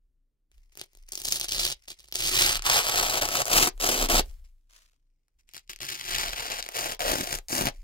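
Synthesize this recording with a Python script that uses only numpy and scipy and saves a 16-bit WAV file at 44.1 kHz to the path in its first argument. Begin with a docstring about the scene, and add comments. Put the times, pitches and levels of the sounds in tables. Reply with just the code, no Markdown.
"""Faint rubbing and stray ticks, then the rasp of round hook-and-loop patches peeled off a board in
short pulls, close to two spaced microphones in a small dry room. Every hook that lets go snaps; the
lifted flap radiates lower as it grows, and the pocket under it rings in falling glides. The board thuds
and sways, and fingertips and a sleeve rustle between the pulls."""
import sys
import numpy as np
from scipy import signal
from scipy.fft import rfft, irfft
from scipy.io import wavfile
from scipy.ndimage import uniform_filter1d

SR = 44100
rng = np.random.default_rng(int(sys.argv[2]) if len(sys.argv) > 2 else 0)


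def store_pcm(level_fs):
    """Save levels as 16-bit WAV."""
    pcm = np.round(np.clip(level_fs, -1, 1) * 32767).astype(np.int16)
    wavfile.write(sys.argv[1], SR, np.atleast_2d(pcm).T)


N = 345303
T = np.arange(N) / SR


def gain_of(db):
    """Decibels to gain."""
    return 10 ** (np.asarray(db) / 20)


def unit_rms(x):
    """Scales to rms 1."""
    return x / np.sqrt(np.mean(x ** 2) + 1e-20)


def at_hz(table, hz):
    """Value of a spectrum table at hz."""
    freq_hz, value = np.transpose(table)
    return np.interp(np.log(hz + 1), np.log(freq_hz + 1), value)


def curves(rows, t):
    """Columns of a table at the times t."""
    time_s, *columns = np.transpose(rows)
    return [np.interp(t, time_s, column) for column in columns]


def envelope(events):
    """Gain of several (time_s, level_db) lists on one time line, silent between them."""
    gain = np.full(N, 1e-10)
    for rows in events:
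        span = slice(*np.searchsorted(T, [rows[0][0], rows[-1][0]]))
        gain[span] = np.maximum(gain[span], gain_of(curves(rows, T[span])[0]))
    return gain


def shortest_impulse(db):
    """Minimum-phase impulse of energy 1 with the spectrum db on 1025 bins."""
    log_gain = np.log(gain_of(np.concatenate([db, db[-2:0:-1]])))
    impulse = np.fft.ifft(np.exp(np.conj(signal.hilbert(log_gain)))).real[:1024]
    return impulse / np.linalg.norm(impulse)


def noise_pair(spectrum, alike):
    """Noise of one spectrum, partly alike at the two microphones."""
    left, other = rng.standard_normal((2, N))
    right = alike * left + np.sqrt(1 - alike ** 2) * other
    tone = gain_of(at_hz(spectrum, np.fft.rfftfreq(N, 1 / SR)))
    return unit_rms(irfft(rfft([left, right]) * tone, N))


# The quiet room all around the microphones: freq_hz, density_db
AIR_SPECTRUM = [(26, -39), (45, -20), (96, -17), (158, -15.5), (174, -31), (245, -19.5), (476, -30),
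                (741, -40), (16000, -53.5)]

def room_air():
    """A steady, very faint rumble and hiss."""
    return gain_of(-87.5) * noise_pair(AIR_SPECTRUM, alike=0.74)


# Decay of the small room around the board: freq_hz, t60_s
ROOM_DECAY = [(200, 0.24), (1000, 0.089), (4000, 0.11), (9000, 0.045), (14000, 0.033)]

def room_reflections(direct):
    """The walls return sparse echoes of random sign, each band dying at its own speed."""
    length = SR // 3
    taps = np.zeros((2, length))
    at = np.arange(60, length - 20, 20) + rng.integers(0, 20, (2, (length - 61) // 20))
    np.put_along_axis(taps, at, rng.choice([-1., 1.], at.shape), 1)
    hz, t, bands = signal.stft(taps, SR, nperseg=128)
    decay = gain_of(-60 * t / at_hz(ROOM_DECAY, hz)[:, None])
    tail = signal.istft(bands * decay, SR, nperseg=128)[1]
    upper = signal.lfilter(*signal.butter(2, 500, "high", fs=SR), direct)  # the bass stays close and dry
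    return signal.fftconvolve(upper, tail / np.linalg.norm(tail[0]), axes=1)[:, :N]


# Where the peeling edge sits between the microphones: time_s, right_lag_ms, left_lead_db
EDGE_PLACES = [(.7, 0.2, 0.5), (2.1, .2, -1.5), (3.6, 0.27, 1.5), (4.4, .25, -.5), (5.3, .39, 1),
               (6.1, 0.41, 2), (7.8, .44, 2)]

def edge_place(t):
    """Lag in samples at the right microphone and extra dB at the left, at the times t."""
    lag_ms, lead_db = curves(EDGE_PLACES, t)
    return lag_ms * SR / 1000, lead_db


# Faint rubs at the board that swell and fade: on_s, fade_from_s, off_s, level_db
# With fade_from_s before on_s a rub only fades; with off_s before on_s it is silent.
RUBS = [(0.514, 0.51, 1.1, -78), (0.719, 0.715, 1.14, -69), (0.915, 0.95, 1.5, -73),
        (1.075, 1.09, 1.6, -60.5), (1.74, 1.73, 5.8, -73), (4.24, 4.3, 4.48, -67.5),
        (4.441, 4.448, 4.55, -70.5), (4.695, 4.774, 4.98, -61), (5.383, 5.402, 5.45, -73.5),
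        (5.473, 5.497, 5.8, -71), (7.7, 7.71, 8.04, -65.5), (7.74, 7.832, 6.2, -66)]
# Sleeve cloth at the microphones: freq_hz, density_db
CLOTH_SPECTRUM = [(120, -58), (200, -21), (529, -14), (647, -3.5), (867, -32.5), (933, -4), (6170, -3),
                  (16000, -17.5)]
# Fingertips at the microphones: freq_hz, density_db
SKIN_SPECTRUM = [(410, -55), (700, -19), (1620, -16), (2080, -5), (3790, -15), (5190, -8), (16000, -25)]

def rustle(sleeve_from_s=4.6, sleeve_to_s=5.1):
    """Cloth or skin rubs: noise that flickers in short grains, later and softer on the right."""
    grain = gain_of(4.6 * unit_rms(uniform_filter1d(rng.standard_normal(N), 150)))
    cloth, skin = noise_pair(CLOTH_SPECTRUM, alike=0.4), noise_pair(SKIN_SPECTRUM, alike=0.62)
    rub = np.where((T > sleeve_from_s) & (T < sleeve_to_s), cloth, skin)
    level = envelope([[(on, db - 8), (fade, db), (off, db - 30)] for on, fade, off, db in RUBS])
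    left, right = uniform_filter1d(level, 60) * unit_rms(grain) * rub
    lag, _ = edge_place(T)
    delayed = np.maximum(np.arange(N) - np.round(lag).astype(int), 0)
    return np.array([left * gain_of(6.0), right[delayed] * gain_of(4.5)])


# Swells of the board's deep rumble, close to the microphones: time_s, level_db
RUMBLE_SWELLS = [(0.028, -65), (0.529, -47), (0.98, -51), (1.33, -46.5), (1.55, -38), (1.98, -50),
                 (2.44, -31.5), (2.57, -35), (2.76, -40), (3.03, -36), (3.15, -42), (3.56, -33.5),
                 (3.75, -33), (4.0, -27.5), (4.13, -21), (4.85, -65), (5.36, -59), (5.75, -59), (6.13, -37),
                 (6.27, -35), (7.07, -35), (7.33, -33.5), (7.6, -37), (7.76, -40.5)]
# The board's wobble, nearly the same at both microphones: freq_hz, density_db
SWAY_SPECTRUM = [(12, -15), (22, -1.5), (29, 16), (36, -1.5), (45, -9), (55, -2.5), (75, -20.5), (120, -53)]

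def board_sway(fall_db_per_s=80, rise_s=0.07, rest_db=-73.5):
    """Deep wobble of the board: it rises with the pulls and the listed swells and dies slowly."""
    drive_db = 20 * np.log10(pull_force()) - 21  # well below the crackle
    time_s, level_db = np.transpose(RUMBLE_SWELLS)
    drive_db[np.minimum(np.round(time_s * SR).astype(int), N - 1)] = level_db
    fall_db = fall_db_per_s * T
    held = gain_of(np.maximum.accumulate(drive_db + fall_db) - fall_db) + gain_of(rest_db)
    wobble = noise_pair(SWAY_SPECTRUM, alike=0.985)
    return uniform_filter1d(held, round(rise_s * SR)) * wobble * gain_of([[.5], [-.5]])


# Modes of the board under the patches: pitch_hz, level_db, t60_s
BOARD_MODES = [(131, -2.5, 0.091), (277, -10, 0.013), (380, 12.5, 0.022), (560, 2.5, 0.027),
               (800, 9.5, 0.0038), (1070, 0, 0.0016), (1410, -6.5, 0.013)]

def board_thud(snaps):
    """The snaps knock the board's damped modes, louder at the left microphone."""
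    t = T[:8000]
    ring = sum(gain_of(db - 60 * t / t60) * np.cos(2 * np.pi * hz * t) for hz, db, t60 in BOARD_MODES)
    thud = signal.oaconvolve(snaps, ring[None] / np.linalg.norm(ring), axes=1)[:, :N]
    return thud * gain_of([[1.5], [-1.5]])


# Glides of the pocket just under the flap: start_s, end_s, from_hz, to_hz, end_gain_db
POCKET_GLIDES = [(2.302, 2.58, 1250, 680, -22), (2.645, 2.88, 1090, 670, -17), (2.9, 3.44, 840, 560, -14.5),
                 (3.5, 3.7, 514, 389, -2.5), (3.807, 4.196, 380, 247, -8.5), (6.22, 6.72, 710, 368, -13.5),
                 (6.78, 6.92, 800, 605, -15), (6.995, 7.232, 770, 254, 0), (7.5, 7.703, 330, 213, -3)]

def pocket_ring(snaps, width_hz=160, swell_db=3):
    """The snaps ring the pocket, which swells and falls in pitch as it opens."""
    gain = envelope([[(start, db - swell_db), (end, db)] for start, end, _, _, db in POCKET_GLIDES])
    log_pitch = []
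    for start, end, from_hz, to_hz, _ in POCKET_GLIDES:
        log_pitch += [(start, np.log(from_hz)), (end, np.log(to_hz))]
    pitch_hz = np.exp(curves(log_pitch, T)[0])
    # a moving resonance: shift the pitch down to zero, smooth, shift back
    carrier = np.exp(2j * np.pi * np.cumsum(pitch_hz) / SR)
    pole = np.exp(-np.pi * width_hz / SR)
    ring = carrier * signal.lfilter([1 - pole], [1, -pole], snaps * gain / carrier)
    return np.sqrt(2 * (1 + pole) / (1 - pole)) * ring.real  # keeps the energy of a click


# A snap on a free flap, heard close: freq_hz, density_db
FLAP_SPECTRUM = [(60, -58.5), (150, -15), (400, 19), (1000, 9), (2500, 8), (4500, 7.5), (7000, -1),
                 (10000, -9), (13000, -12), (16000, -14)]

def flap(snaps, lifted, crisp, sizes=9):
    """The snaps jerk the flap, which radiates above a corner that sinks as more is lifted."""
    fizz = signal.lfilter(*signal.butter(2, 7000, "high", fs=SR), snaps)
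    bright = snaps + (crisp + [[.2], [0]]) * fizz  # the left microphone faces the edge more
    size_now = np.clip(lifted, 0, 1) * (sizes - 1)
    hz, radiated = np.fft.rfftfreq(2048, 1 / SR), np.zeros((2, N))
    for size in range(sizes):
        corner_hz = 4200 * 0.045 ** (size / (sizes - 1))
        ratio = (hz + 1) / corner_hz
        highpass = ratio ** 2 / abs(1 - ratio ** 2 + 1j * ratio / 0.99)
        impulse = shortest_impulse(at_hz(FLAP_SPECTRUM, hz) + 20 * np.log10(highpass + 0.13))
        share = np.maximum(1 - abs(size_now - size), 0)
        radiated += signal.oaconvolve(bright * share, impulse[None], axes=1)[:, :N]
    return radiated


# The hand's force, heard close as crackle, one list a pull: time_s, level_db
HAND_PULLS = [
    [(0.76, -70), (0.795, -50.5), (0.85, -56.5)],
    [(1.124, -45.5), (1.23, -47.5), (1.255, -31), (1.31, -37.5), (1.325, -27.5), (1.375, -32)],
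    [(1.398, -36.5), (1.455, -36.5)],
    [(1.484, -27), (1.505, -40), (1.525, -25), (1.585, -30.5), (1.605, -23.5), (1.66, -29), (1.69, -30),
     (1.725, -32.5)],
    [(1.88, -37.5), (1.92, -45.5), (1.94, -55)],
    [(1.99, -52), (2.1, -64.5)],
    [(2.12, -61), (2.15, -33.5), (2.31, -25), (2.428, -17), (2.57, -28.5)],
    [(2.63, -49.5), (2.66, -21.5), (2.79, -19), (2.825, -27.5), (2.85, -22.5), (2.93, -27.5), (2.97, -19),
     (3.06, -24), (3.19, -26.5)],
    [(3.213, -20), (3.276, -34), (3.35, -23.5), (3.418, -25.5)],
    [(3.46, -36), (3.551, -16), (3.61, -19), (3.675, -23.5)],
    [(3.8, -29), (3.87, -20.5), (3.95, -25.5), (4.055, -24.5)],
    [(4.088, -22.5), (4.13, -18.5), (4.195, -18)],
    [(5.54, -40.5), (5.585, -45)],
    [(5.695, -33.5), (5.769, -70)],
    [(5.805, -39.5), (5.9, -34.5), (5.99, -42.5), (6.07, -35), (6.1, -29.5), (6.13, -32.5), (6.19, -26),
     (6.31, -35.5), (6.595, -30)],
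    [(6.63, -45), (6.73, -41), (6.75, -27.5), (6.81, -30.5), (6.918, -33.5), (6.95, -43)],
    [(6.995, -36), (7.1, -25), (7.255, -35.5), (7.35, -31.5), (7.385, -48.5)],
    [(7.488, -42), (7.53, -29.5), (7.6, -29), (7.65, -31), (7.69, -31.5)],
]

def pull_force(bite_s=0.0034, let_go_s=0.024, drop_db=23.5):
    """Gain of the pulls: each bites at once and dies quickly as the hand lets go."""
    pulls = []
    for rows in HAND_PULLS:
        (start, start_db), (end, end_db) = rows[0], rows[-1]
        pulls.append([(start - bite_s, start_db - drop_db), *rows, (end + let_go_s, end_db - drop_db)])
    return envelope(pulls)


# Single snaps at the edge, from loud hooks to stray fibres in the pauses: time_s, level_db
SINGLE_SNAPS = [(0.5162, -41), (0.5809, -42), (0.7277, -40), (0.7542, -25.5), (0.7735, -14), (0.796, -19),
                (0.8143, -11), (0.933, -37), (0.9512, -33), (0.9728, -31.5), (1.027, -42), (1.066, -46),
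                (1.0894, -23.5), (1.121, -10), (1.1342, -18), (1.1543, -10.5), (1.176, -11), (1.1903, -21),
                (1.2178, -13), (1.2542, -8.5), (1.2858, -4), (1.3231, 3), (1.3984, -2), (1.4125, -2),
                (1.4278, -25), (1.4443, -5.5), (1.4852, -10), (1.5216, -2), (1.596, -18), (1.652, 2.5),
                (1.7023, -6), (1.8388, -38), (1.8812, -41), (2.0306, -33), (2.0857, -26), (2.115, -29),
                (2.1247, -7.5), (2.1433, -16), (2.1561, -0.5), (2.212, -7), (2.5558, 0), (2.5939, -12),
                (2.6224, -8.5), (2.8877, -3), (3.2884, 3), (3.446, -11.5), (3.4553, 0), (3.4652, -12),
                (3.4815, -1.5), (3.6733, 4), (3.6898, -8), (3.778, -28), (3.792, -33), (3.8062, -10),
                (3.875, 0), (4.2594, -27), (4.2884, -49), (4.3116, -38), (4.3444, -46.5), (4.397, -48.5),
                (4.418, -58), (4.4433, -45), (4.694, -50), (4.8878, -60), (4.9342, -52), (5.2826, -47.5),
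                (5.3976, -49.5), (5.4907, -29), (5.5137, -40), (5.5365, -17), (5.5663, -14), (5.579, -18.5),
                (5.677, -38), (5.7007, -15), (5.7194, -41), (5.7331, -16), (5.7613, -19.5), (5.7892, -28.5),
                (5.805, -33), (5.8316, -9), (5.8814, -31), (5.9002, -12), (5.9538, -12), (6.0124, -16),
                (6.332, -10), (6.6266, -6), (6.6414, -17), (6.664, -12), (6.689, -3), (6.9485, -15.5),
                (6.9936, -11), (7.0059, -3), (7.0186, -4), (7.3873, -12.5), (7.4845, -16.5), (7.4998, -20),
                (7.6567, 0.5), (7.67, 2), (7.7055, -30)]

def hook_releases():
    """Sample and size of every release: a clumped random crowd and the single snaps."""
    force = pull_force()
    clumps = np.clip(unit_rms(uniform_filter1d(rng.standard_normal(N), 250)), -3, 1.5)
    chance = np.clip(12000 * force ** .45, 200, 9000) / SR  # a harder pull frees more hooks a second
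    crowd = np.flatnonzero((rng.random(N) < chance) & (force > gain_of(-100)))
    spread = np.minimum(rng.exponential(1, N), 2.5)
    size = unit_rms(gain_of(4.75 * spread + 3.15 * clumps)) * force / np.sqrt(chance)
    time_s, level_db = np.transpose(SINGLE_SNAPS)
    at = np.append(crowd, np.round(time_s * SR).astype(int))
    return at, -np.append(size[crowd], gain_of(level_db))


def hook_snaps(kinds=12):
    """Each release rings one of several kinds of hook, with its own colour towards each microphone."""
    at, size = hook_releases()
    lag, lead_db = edge_place(at / SR)
    scatter = 0.64 * rng.standard_normal(N)[at] + rng.random(N)[at]  # hooks sit apart along the edge
    at_right = np.minimum(at + np.floor(lag + scatter).astype(int), N - 1)
    kind_of = rng.integers(0, kinds, N)[at]
    sides = size * gain_of([lead_db / 2, -lead_db / 2])
    hz, snaps = np.fft.rfftfreq(2048, 1 / SR), np.zeros((2, N))
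    for kind in range(kinds):
        ripples = unit_rms(uniform_filter1d(rng.standard_normal((3, len(hz))), 35))
        common, left, right = ripples * hz / (hz + 2000)
        slip = rng.standard_normal(24) * np.exp(-np.arange(24) / 6.0)  # the loop slips off in a few jerks
        slip[0] = 1.4
        for side, arrival, own in ((0, at, left), (1, at_right, right)):
            ring = shortest_impulse(2.0 * common + 3.33 * own)[:256]
            snap = np.convolve(ring, slip / np.linalg.norm(slip))
            kicks = np.bincount(arrival, sides[side] * (kind_of == kind), N)
            snaps[side] += signal.oaconvolve(kicks, snap)[:N]
    return snaps


# Two patches in turn, close to the microphones: time_s, lifted_share, crisp_gain, board_coupling_db
PATCH_STATES = [(.8, 0.26, 1.4, -5), (.97, 0.12, 2.8, -2), (1.1, 0.14, 3.4, -8.5), (1.5, 0.06, 0.6, -13),
                (2.15, 0.09, 1.13, -10.5), (2.8, 0.51, 1.1, -15), (3.3, 0.63, 1.33, -8.5),
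                (3.7, 0.62, 2.2, -21.5), (4.22, .85, 1.3, -19), (5.5, 0.3, 1.32, -13.5),
                (5.9, 0.32, 0.86, -10), (6.45, 0.58, 0.51, -14.5), (6.7, 0.61, 0.75, -28),
                (6.8, 0.63, 1.7, -5.5), (7.0, 0.62, 0.98, -14), (7.22, 0.94, 1.7, -11),
                (7.3, 0.64, 1.9, -6), (7.5, 0.88, 4.4, -8), (7.7, 1, 0.48, -1.5)]

def peel():
    """The snapping hooks drive the flap, the pocket under it and the board."""
    snaps = hook_snaps()
    lifted, crisp, coupling_db = curves(PATCH_STATES, T)
    return flap(snaps, lifted, crisp) + pocket_ring(snaps) + board_thud(snaps * gain_of(coupling_db))


def scene():
    """The close peeling over its reflections, the swaying board, the rustle and the quiet air."""
    patches = peel()
    return patches + gain_of(-12.5) * room_reflections(patches) + board_sway() + rustle() + room_air()


def record(dry, headroom=0.7, band_limit_hz=15900):
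    """The microphones lose the lowest bass; the sharpest peaks are softly rounded off, then the band limit."""
    picked_up = signal.lfilter(*signal.butter(1, 14, "high", fs=SR), dry)
    rounded = headroom * np.tanh(picked_up / headroom)
    lowpass = signal.firwin(511, band_limit_hz, window=("kaiser", 9), fs=SR)
    return signal.oaconvolve(rounded, lowpass[None], "same", axes=1)


dry = scene()
out = record(dry)
store_pcm(out)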